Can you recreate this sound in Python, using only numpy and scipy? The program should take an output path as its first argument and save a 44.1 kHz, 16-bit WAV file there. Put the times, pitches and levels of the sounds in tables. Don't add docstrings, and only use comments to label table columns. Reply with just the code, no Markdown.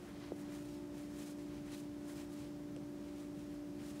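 import sys
import numpy as np
from scipy import signal
from scipy.fft import rfft, irfft, next_fast_len
from scipy.io import wavfile
from scipy.ndimage import map_coordinates

SR = 44100
rng = np.random.default_rng(int(sys.argv[2]) if len(sys.argv) > 2 else 0)


def wrap_up_sound(samples):
    columns = np.atleast_2d(samples).T
    tamed = np.clip(columns, -1, 1)
    steps = np.round(tamed * 32767).astype(np.int16)
    wavfile.write(sys.argv[1], SR, steps)


N = 176400


# (peak time [s], rise [s], fall [s], drag [dB], swish [dB], fibre hiss [dB])
STROKES = [ (.085, .06, .03, -63.5, -74, -72), (.265, 0.065, .028, -63, -65, -77),
           (.405, 0.026, .02, -65.5, -79, -68), (.49, .045, 0.056, -65, -68.5, -73),
           (.535, 0.018, 0.073, -66.5, -71, -66), (.73, 0.042, .04, -79, -68.5, -69),
           (.985, 0.026, 0.041, -66, -69.5, -66.5), (1.16, 0.049, .025, -68, -71.5, -68.5),
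           (1.21, .018, 0.024, -65.5, -64, -60.5), (1.285, 0.019, 0.022, -67, -64, -61),
           (1.40, 0.014, 0.023, -68, -71, -68.5), (1.545, 0.043, .045, -69, -68, -73),
           (1.685, 0.017, 0.018, -63.5, -69, -70), (1.737, 0.017, 0.016, -63, -59.5, -61),
           (1.78, .016, 0.029, -78, -66, -62.5), (2.05, 0.03, 0.026, -70, -75, -73),
           (2.113, 0.024, 0.02, -63, -70, -62), (2.19, 0.023, 0.029, -62.5, -64.5, -62.5),
           (2.335, .018, 0.028, -71, -69.5, -66), (2.40, 0.02, 0.049, -71.5, -67, -67.5),
           (3.09, 0.044, .035, -76, -71.5, -75), (3.209, 0.028, 0.028, -69, -70, -68),
           (3.40, 0.025, .03, -71, -72.5, -72.5), (3.55, .04, 0.016, -77, -73, -74),
           (3.81, .02, 0.024, -66, -70, -74), (3.893, .035, .02, -67, -67, -63),
           (3.96, 0.02, 0.053, -69, -69.5, -68.5), ]
# (frequency [Hz], relative level [dB])
DRAG_SPECTRUM = [(300, -5), (600, 1), (1200, -1), (1900, -1.5), (3000, -12.5), (6000, -33), (16000, -36)]
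SWISH_SPECTRUM = [(600, -18), (1500, -6), (2600, 2), (3500, 1), (5200, -3), (8000, -14.5), (15500, -30)]
FIBRE_SPECTRUM = [(600, -14), (1500, -17), (3200, -4.5), (5000, -1.5), (6500, 1), (8800, 0.5), (11500, -4),
                  (13500, -8), (15500, -8)]

def towel(grip_db=1.13, grip_per_s=110):
    t = np.arange(N) / SR
    powers = np.zeros((3, N))
    for peak, rise, fall, *levels_db in STROKES:
        swell = np.exp(-.5 * ((t - peak) / np.where(t < peak, rise, fall)) ** 2)
        powers += amp(levels_db)[:, None] ** 2 * swell
    spectra = (DRAG_SPECTRUM, SWISH_SPECTRUM, FIBRE_SPECTRUM)
    cloth = sum(np.sqrt(power) * friction(spectrum) for power, spectrum in zip(powers, spectra))
    return cloth * amp(grip_db * wobble(grip_per_s))


def friction(spectrum, snags_per_s=3000, scatter_db=5, snag_db=-5):
    caught = rng.random(N) < snags_per_s / SR
    snags = caught * np.sign(rng.standard_normal(N)) * amp(scatter_db * rng.standard_normal(N))
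    sliding = rng.standard_normal(N)
    return coloured(sliding + amp(snag_db) * unit(snags), spectrum)


# (time [s], gain [dB], body pitch
# [Hz], decay t60 [s])
BUMPS = [(.085, -46.5, 423, 0.054), (.3193, -15, 340, 0.012), (2.764, -41, 510, 0.042)]

def bumps(attack_s=0.0023, glide_hz=950, glide_s=0.0008):
    sound = np.zeros(N)
    for start, db, body_hz, t60 in BUMPS:
        t = time_since(start)
        cycles = body_hz * t + glide_hz * glide_s * (1 - np.exp(-t / glide_s))
        onset = 1 - np.exp(-(t / attack_s) ** 2)
        sound += amp(db) * onset * decay(t, t60) * np.sin(2 * np.pi * cycles)
    return sound


# (frequency [Hz], relative level [dB], decay t60 [s])
TICK_MODES = [(2800, 2, 0.0036), (5600, -2, 0.0032), (8240, -1.5, .0035)]

def tick(start_s=2.7637, attack_s=0.00016, gain_db=-44):
    t = time_since(start_s)
    onset = 1 - np.exp(-t / attack_s)
    ringing = sum(amp(db) * decay(t, t60) * np.sin(2 * np.pi * hz * t) for hz, db, t60 in TICK_MODES)
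    return amp(gain_db) * onset * ringing


# (harmonic [number], steady level [dB], waver [dB])
MOTOR_HARMONICS = [(1, -48.5, 0.38), (2, -62.5, 0.5), (3, -83, 5.5)]

def fan_motor(hum_hz=292.85, wander_hz=0.16, fade_in_s=0.46, suppression_db=-7, flat_hz=1.98):
    suppression = np.clip(1 - np.arange(N) / SR / fade_in_s, 0, 1)
    pitch_hz = hum_hz - flat_hz * suppression + wander_hz * wobble(2.07)
    hum = sum(wavering(db, waver_db) * sine(k * pitch_hz) for k, db, waver_db in MOTOR_HARMONICS)
    return hum * amp(suppression_db * suppression)


# (frequency [Hz], level [dB], waver [dB])
FAN_TONES = [(60.1, -69.5, 2), (168.7, -67, 2.5), (192.3, -63.5, 1.5), (212.5, -64.5, 3), (353, -59.5, 2.5),
             (773, -80.5, -2)]
# (frequency [Hz], level [dB])
MOTOR_WHINE = [(3122, -90), (5143, -89.5)]

def fan_tones(wander_hz=1.27):
    def tone(hz):
        return sine(hz + wander_hz * wobble(7))
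    tones = sum(wavering(db, waver_db) * tone(hz) for hz, db, waver_db in FAN_TONES)
    whine = sum(amp(db) * tone(hz) for hz, db in MOTOR_WHINE)
    return tones + whine


# (frequency [Hz], relative level [dB])
AIR_SPECTRUM = [(20, -32), (34, -30), (50, 2.5), (63, -4), (75, -3), (100, 0.5), (150, 5.5), (230, 1.5),
                (320, 1), (375, 0.5), (440, -6.5), (560, -9.5), (700, -11.5), (1200, -16.5), (2400, -22.5),
                (4200, -26), (5300, -25.5), (7000, -28), (8800, -30), (12000, -33.5), (15500, -36.5)]

def air(level_db=-54):
    return coloured(rng.standard_normal(N), AIR_SPECTRUM) * amp(level_db)


def bedroom(direct, t60_s=0.13, tail_db=-14):
    t = np.arange(SR // 2) / SR
    tail = rng.standard_normal(len(t)) * decay(t, t60_s)
    return direct + amp(tail_db) * signal.fftconvolve(direct, tail / np.linalg.norm(tail))[:N]


def amp(db):
    return 10 ** (np.asarray(db) / 20)


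def unit(x):
    return x / np.sqrt(np.mean(x ** 2) + 1e-20)


def time_since(start):
    return np.maximum(np.arange(N) / SR - start, 0)


def decay(t, t60):
    return np.exp(-np.log(1000) * t / t60)


def sine(hz):
    return np.sqrt(2) * np.sin(2 * np.pi * np.cumsum(hz) / SR)


def wobble(rate):
    knots = rng.standard_normal(int(N * rate / SR) + 4)
    return map_coordinates(knots, [np.arange(N) * rate / SR])


def wavering(db, waver_db, per_s=7):
    return amp(db + waver_db * wobble(per_s))


def filtered(x, response):
    size = next_fast_len(N + SR // 2)
    return irfft(rfft(x, size) * response(np.fft.rfftfreq(size, 1 / SR)), size)[:N]


def coloured(x, spectrum):
    points_hz, db = np.transpose(spectrum)
    return unit(filtered(x, lambda hz: amp(np.interp(np.log(hz + 1), np.log(points_hz), db))))


def scene():
    close = bedroom(towel() + bumps() + tick())
    background = fan_motor() + fan_tones() + air()
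    return (close + background)[None]


def record(dry):
    top_hz = 15720
    return filtered(dry[0], lambda hz: hz < top_hz)[None]


dry = scene()
out = record(dry)
wrap_up_sound(out)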